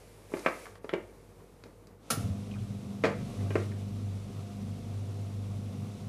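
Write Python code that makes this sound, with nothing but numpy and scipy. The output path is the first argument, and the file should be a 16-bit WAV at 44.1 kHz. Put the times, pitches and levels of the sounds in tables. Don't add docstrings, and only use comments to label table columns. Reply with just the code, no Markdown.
import sys
import numpy as np
from scipy import signal
from scipy.fft import rfft, irfft
from scipy.io import wavfile
from scipy.ndimage import uniform_filter1d

SR = 44100
rng = np.random.default_rng(int(sys.argv[2]) if len(sys.argv) > 2 else 0)


def generate_wav(sig):
    pcm = np.round(np.clip(np.atleast_2d(sig).T, -1, 1) * 32767).astype(np.int16)
    wavfile.write(sys.argv[1], SR, pcm)


N = 268260
SWITCH_S = 2.1025


def undb(db):
    return 10 ** (np.asarray(db) / 20)


def unit(x):
    return x / np.sqrt(np.mean(x ** 2))


def noise(spectrum, size=N):
    hz, db = np.transpose(spectrum)
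    f = np.maximum(np.arange(size // 2 + 1) * SR / size, 1)
    gain = undb(np.interp(np.log(f), np.log(hz), db)) * np.minimum(f / hz[0], 1) ** 2
    return unit(irfft(rfft(rng.standard_normal(size)) * gain, size))


def band(x, hz, kind, order=3):
    return signal.sosfilt(signal.butter(order, hz, kind, fs=SR, output="sos"), x)


def walk(rate):
    hold = int(SR / rate)
    steps = np.repeat(rng.standard_normal(N // hold + 1), hold)
    return unit(uniform_filter1d(uniform_filter1d(steps, hold), hold)[:N])


def ramp(t, start, length):
    return np.clip((t - start) / length, 0, 1)


def bump(t, centre, half):
    return np.exp(-((t - centre) / half) ** 2)


def fade(t, t60):
    return np.exp(-np.log(1000) * t / t60)


def ring(t, modes, stretch=1):
    return sum(undb(db + rng.normal()) * np.sin(2 * np.pi * hz * t) * fade(t, t60 * stretch)
               for hz, db, t60 in modes)


def burst(x, db):
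    return x * undb(db) / np.sqrt(np.mean(x[:int(.03 * SR)] ** 2))


def add(track, s, x):
    i = int(s * SR)
    track[i:i + len(x)] += x[:max(N - i, 0)]


def room_tone(t, level_db=-57.5, waver_db=1.66):
    # f/Hz, level/dB
    air_colour = [(18, -35), (30, -13), (59, -23), (70, -3.5), (104, 9.5), (121, -14.5), (153, -8),
                  (174, -6), (270, -11), (453, -9.5), (602, -16.5), (1090, -21.5), (1450, -28), (4890, -46),
                  (14500, -41)]
    # f/Hz, level/dB
    drone_tones = [(48.6, -61), (97.2, -70.5), (145.6, -70), (479, -67.5)]
    drone = sum(undb(db + 1.2 * walk(7.1)) * np.sin(2 * np.pi * hz * t + 0.11 * walk(5.5))
                for hz, db in drone_tones)
    air = unit(band(noise(air_colour), 131, "high", order=2)) * undb(level_db + waver_db * walk(22.45))
    return air + np.sqrt(2) * drone


def soft_hiss(t, start_db=-58.5, sink_db_per_s=4.5, swell_db=10.5, dip_db=-15):
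    # f/Hz, level/dB
    colour = [(200, 1), (450, 21), (800, 7), (1600, 4), (2300, 5), (3000, 0.5), (6000, -0.5), (8500, -1),
              (10500, 0), (12000, -5.5), (14500, -9)]
    swell = ramp(t, 0.28, 0.073) - ramp(t, 0.643, 0.096)
    level_db = start_db - sink_db_per_s * t + swell_db * swell + dip_db * bump(t, 0.808, 0.018)
    return noise(colour) * undb(level_db) * (1 - ramp(t, 1.83, 0.31))


def kitchen_echo(x, wet_db=-8, low_t60=0.35, high_t60=0.34, high_db=-4, side_db=-7):
    t = np.arange(SR * 3 // 4) / SR
    low, high, side = rng.standard_normal((3, len(t)))
    onset = 1 - np.exp(-t / 0.0013)
    low, high = band(low, 2700, "low", order=8), band(high, 2700, "high", order=8)
    tail = onset * (low * fade(t, low_t60) + undb(high_db) * high * fade(t, high_t60))
    spread = onset * band(side, 9600, "high") * fade(t, high_t60) * undb(side_db)
    gain = undb(wet_db) / np.sqrt(np.sum(tail ** 2))
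    return np.array([x + gain * signal.fftconvolve(x, tail + sign * spread)[:N] for sign in (1, -1)])


def drips(pitch_spread=0.084, bubbles=7):
    # t/s, f/Hz, level/dB, rough length/s
    drops = [(2.511, 2810, -58, 0.092), (2.54, 2160, -62.5, 0.068), (2.555, 1350, -59, 0.08),
             (2.585, 3100, -65, 0.047), (3.389, 1890, -61, 0.13), (3.715, 1820, -57, 0.02),
             (3.797, 664, -61, 0.037), (4.37, 1130, -64, 0.056), (4.478, 1180, -71, 0.033),
             (4.598, 1040, -63, 0.034)]
    out, t = np.zeros(N), np.arange(SR // 4) / SR
    for s, hz, db, length in drops:
        bubble_hz = hz * (1 + pitch_spread * rng.standard_normal((bubbles, 1)))
        delay = rng.exponential(length / 5, (bubbles, 1))
        age = np.maximum(t - delay + delay.min(), 0)
        cluster = np.sin(2 * np.pi * bubble_hz * age) * fade(age, 0.34 * length)
        add(out, s, burst(cluster.sum(axis=0), db))
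    return out


def gulps(glide=-0.056, swell_cycles=0.63):
    # t/s, starting f/Hz, peak level/dB, t60/s
    pockets = [(2.105, 232, -35.5, 0.2), (2.125, 146, -36.5, 0.17), (2.172, 137, -30, 0.093),
               (2.174, 285, -31, 0.031), (2.237, 100.3, -25, 0.15), (2.253, 171, -29, 0.072),
               (2.286, 200, -31.5, 0.06), (2.298, 89, -31, 0.21), (2.515, 235, -42, 0.077),
               (2.603, 113.4, -35, 0.29), (2.704, 141, -30.5, 0.051), (2.876, 99, -36, 0.15)]
    out, t = np.zeros(N), np.arange(SR // 3) / SR
    for s, hz, db, t60 in pockets:
        phase = 2 * np.pi * hz * t * (1 + glide * np.minimum(t / t60, 1))
        shape = (1 - np.exp(-t * hz / swell_cycles)) * fade(t, t60)
        add(out, s, undb(db) * np.sin(phase) * shape / shape.max())
    return out


def switch(snap_db=-29, spring_db=-39, t60=0.12, cabinet_db=-19, cabinet_t60=0.19):
    # f/Hz, level/dB
    snap_colour = [(120, -28), (200, -10.5), (368, -16), (714, -7.5), (885, -18), (1340, -7), (1460, -13),
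                   (2090, -18), (2500, -17), (2990, -17), (6240, -16), (8030, -21), (10100, -12),
                   (11500, -21), (14500, -20.5)]
    # f/Hz, relative level/dB, t60/s
    spring_modes = [(1300, -4, .18), (1356, -1, .2), (1386, -4, .18), (9747, 3, .15), (10065, 1, .11),
                    (10400, -3, .1), (10750, -3, .1)]
    out, t = np.zeros(N), np.arange(SR // 2) / SR
    shape = (fade(t, t60) + undb(cabinet_db) * fade(t, cabinet_t60)) * (1 - fade(t, 0.013))
    snap = noise(snap_colour, size=len(t)) * shape
    add(out, SWITCH_S, burst(snap, snap_db) + burst(ring(t, spring_modes), spring_db))
    return out


def knocks(modes_db=-3, spot_db=-2, crack=0.19, crack_t60=0.11, tick_t60=0.82, door_t60=0.16):
    # t/s, thud/dB, clack/dB, tick/dB, spot f/Hz, clack top f/Hz, t60/s
    blows = [(0.319, -52, -66, -79, 402, 1590, .02), (0.338, -32, -48, -75, 354, 3130, 0.037),
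             (0.369, -48, -51.5, -67, 360, 2900, 0.065), (0.393, -71, -58, -58, 400, 3960, 0.016),
             (0.448, -71, -49, -67, 500, 2600, 0.11), (0.4614, -28.5, -27.5, -55, 519, 2760, 0.056),
             (0.485, -57, -47, -59, 480, 2680, 0.039), (0.655, -74, -53, -65, 600, 2820, 0.04),
             (0.667, -57, -55, -73, 700, 1890, 0.023), (0.754, -81, -57, -71.5, 600, 2890, 0.018),
             (0.8443, -42.5, -56, -71, 410, 2630, 0.029), (0.893, -50, -43, -65, 493, 3500, 0.015),
             (0.931, -36.5, -52, -67, 356, 2800, 0.063), (0.9368, -30, -40.5, -61.5, 392, 3460, 0.042),
             (1.638, -54, -56, -63, 338, 5160, 0.021), (1.657, -54, -69, -74, 220, 4000, 0.13),
             (1.871, -83, -73, -67, 480, 4500, 0.011), (3.0382, -27, -32, -51, 475, 3760, 0.08),
             (3.045, -33, -33, -58, 630, 3200, 0.037), (3.052, -28.5, -35.5, -48, 487.3, 3100, 0.2),
             (3.506, -41, -47, -79, 398, 3120, 0.075), (3.555, -26.5, -38.5, -60, 369, 2820, 0.048)]
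    # f/Hz, relative level/dB, t60/s for a blow that rings for door_t60
    door_modes = [(184, -9, .2), (240, -14, .15), (285, -10, .16), (358, -2, .22), (484, -2, .18),
                  (556, 0, .2), (598, -6, .15), (631, -5, .2), (876, -6, .12), (968, -4, .14),
                  (1196, -4, .15), (1298, -1, .17), (1594, -3, .17), (1831, -3, .14), (1907, -4, .14),
                  (2068, -2, .16), (2112, 0, .17), (2288, -3, .16), (2363, -6, .15)]
    # f/Hz, level/dB
    rattle_colour = [(110, -27), (180, -6), (500, -6), (760, -8), (1000, -2.5), (1300, -3.5), (1480, -6.5),
                     (1750, -4), (2150, -9.5), (2600, -11), (3200, -12.5), (4200, -10.5), (7000, -19.5),
                     (14000, -41)]
    out, t = np.zeros(N), np.arange(SR // 2) / SR
    for s, thud_db, clack_db, tick_db, spot_hz, top_hz, t60 in blows:
        rattle = noise(rattle_colour, size=len(t)) * (fade(t, t60) + crack * fade(t, crack_t60))
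        modes = ring(t, door_modes, stretch=t60 / door_t60)
        panel = burst(modes, modes_db) + burst(rattle, 0)
        spot = np.sin(2 * np.pi * spot_hz * t) * fade(t, 1.02 * t60)
        thud = band(burst(band(panel, 775, "low"), 0) + burst(spot, spot_db), 220, "high")
        clack = band(band(panel, 520, "high"), top_hz, "low", order=7)
        tick = band(rattle, 4020, "high", order=6) * fade(t, tick_t60)
        add(out, s, burst(thud, thud_db) + burst(clack, clack_db) + burst(tick, tick_db))
    return out


def water_levels(t, hiss_db=-59.5, tub_db=-53, churn_db=-42.5):
    # t/s, half length/s, hiss lift/dB, tub lift/dB, churning lift/dB
    surges = [(2.2, 0.1, 6.5, 7, 5.5), (3.36, 0.17, 4, 5.5, 3.5), (3.598, 0.089, 6, 1, -1.5)]
    lift_db = sum(np.outer(lifts, bump(t, s, half)) for s, half, *lifts in surges)
    return np.array([[hiss_db], [tub_db], [churn_db]]) + lift_db


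def draining_water(t, rotor_angle, hiss_db, tub_db, churn_db, slosh_db=-2.5, throb=0.13):
    # f/Hz, level/dB
    sump_colour = [(40, -22), (70, -15), (92, 6), (115, 12.5), (140, 1.5), (175, 5.5), (215, -0.5),
                   (255, -12), (310, -25), (480, -42)]
    # f/Hz, level/dB
    tub_colour = [(250, 8.5), (340, 4), (500, 1.5), (650, -0.5), (720, 0.5), (820, -7), (980, -9.5),
                  (1120, -6), (1450, -13), (2000, -41.5)]
    # f/Hz, level/dB
    flow_colour = [(300, 9.5), (900, 0), (1700, 0), (2200, 3.5), (2800, 3.5), (3150, 2), (3600, 3.5),
                   (4800, -0.5), (5750, 1), (6700, -2), (8500, -3), (10500, -5.5), (12000, -8.5),
                   (14500, -56)]
    flow = ramp(t, start=1.968, length=0.2)
    slosh = noise(sump_colour) * undb(churn_db + slosh_db + walk(40))
    tub = noise(tub_colour) * undb(tub_db + walk(45)) * (1 + throb * np.sin(2 * rotor_angle))
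    hiss = noise(flow_colour) * undb(hiss_db + .5 * walk(50))
    return flow ** 3 * slosh + flow * (tub + hiss)


def pump_hum(t, rotor_angle, churn_db, spin_up_s=0.21):
    # t/s, hum level/dB, octave level/dB
    hum_course = [(2.36, -41.5, -43.5), (3.28, -52, -43.5), (3.41, -31.5, -44), (3.85, -37.5, -43.5),
                  (4.13, -33.5, -44.5), (4.27, -43.5, -48), (4.65, -42, -46.5), (4.95, -38.5, -54.5),
                  (5.65, -36, -48.5), (6.08, -48.5, -47)]
    # multiple of the mains, level/dB relative to the churning
    side_tones = [(1, -17.5), (3, -11), (4.5, -12.5), (5, -13), (6, -27.5), (8, -20.5), (10, -22.5),
                  (13.85, -22.5)]
    times, hum_db, octave_db = np.transpose(hum_course)
    hum = np.sin(2 * rotor_angle) * undb(np.interp(t, times, hum_db) + 1.5 * walk(16))
    octave = np.sin(4 * rotor_angle) * undb(np.interp(t, times, octave_db) + 2.5 * walk(16))
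    tones = sum(undb(db + 3 * walk(18)) * np.sin(multiple * rotor_angle + rng.uniform(0, 2 * np.pi))
                for multiple, db in side_tones)
    return np.sqrt(2) * ramp(t, SWITCH_S, spin_up_s) * (hum + octave + tones * undb(churn_db))


def drain_pump(t, mains_hz=50, wander_rad=0.16):
    rotor_angle = 2 * np.pi * mains_hz * t + wander_rad * walk(9)
    hiss_db, tub_db, churn_db = water_levels(t)
    hum = pump_hum(t, rotor_angle, churn_db)
    return hum + draining_water(t, rotor_angle, hiss_db, tub_db, churn_db)


def scene():
    t = np.arange(N) / SR
    echoing = kitchen_echo(knocks() + switch() + drips())
    return echoing + gulps() + drain_pump(t) + soft_hiss(t) + room_tone(t)


def record(dry):
    microphone = band(dry, 25, "high", order=1)
    return signal.sosfilt(signal.ellip(10, .2, 80, 14450, fs=SR, output="sos"), microphone)


dry = scene()
out = record(dry)
generate_wav(out)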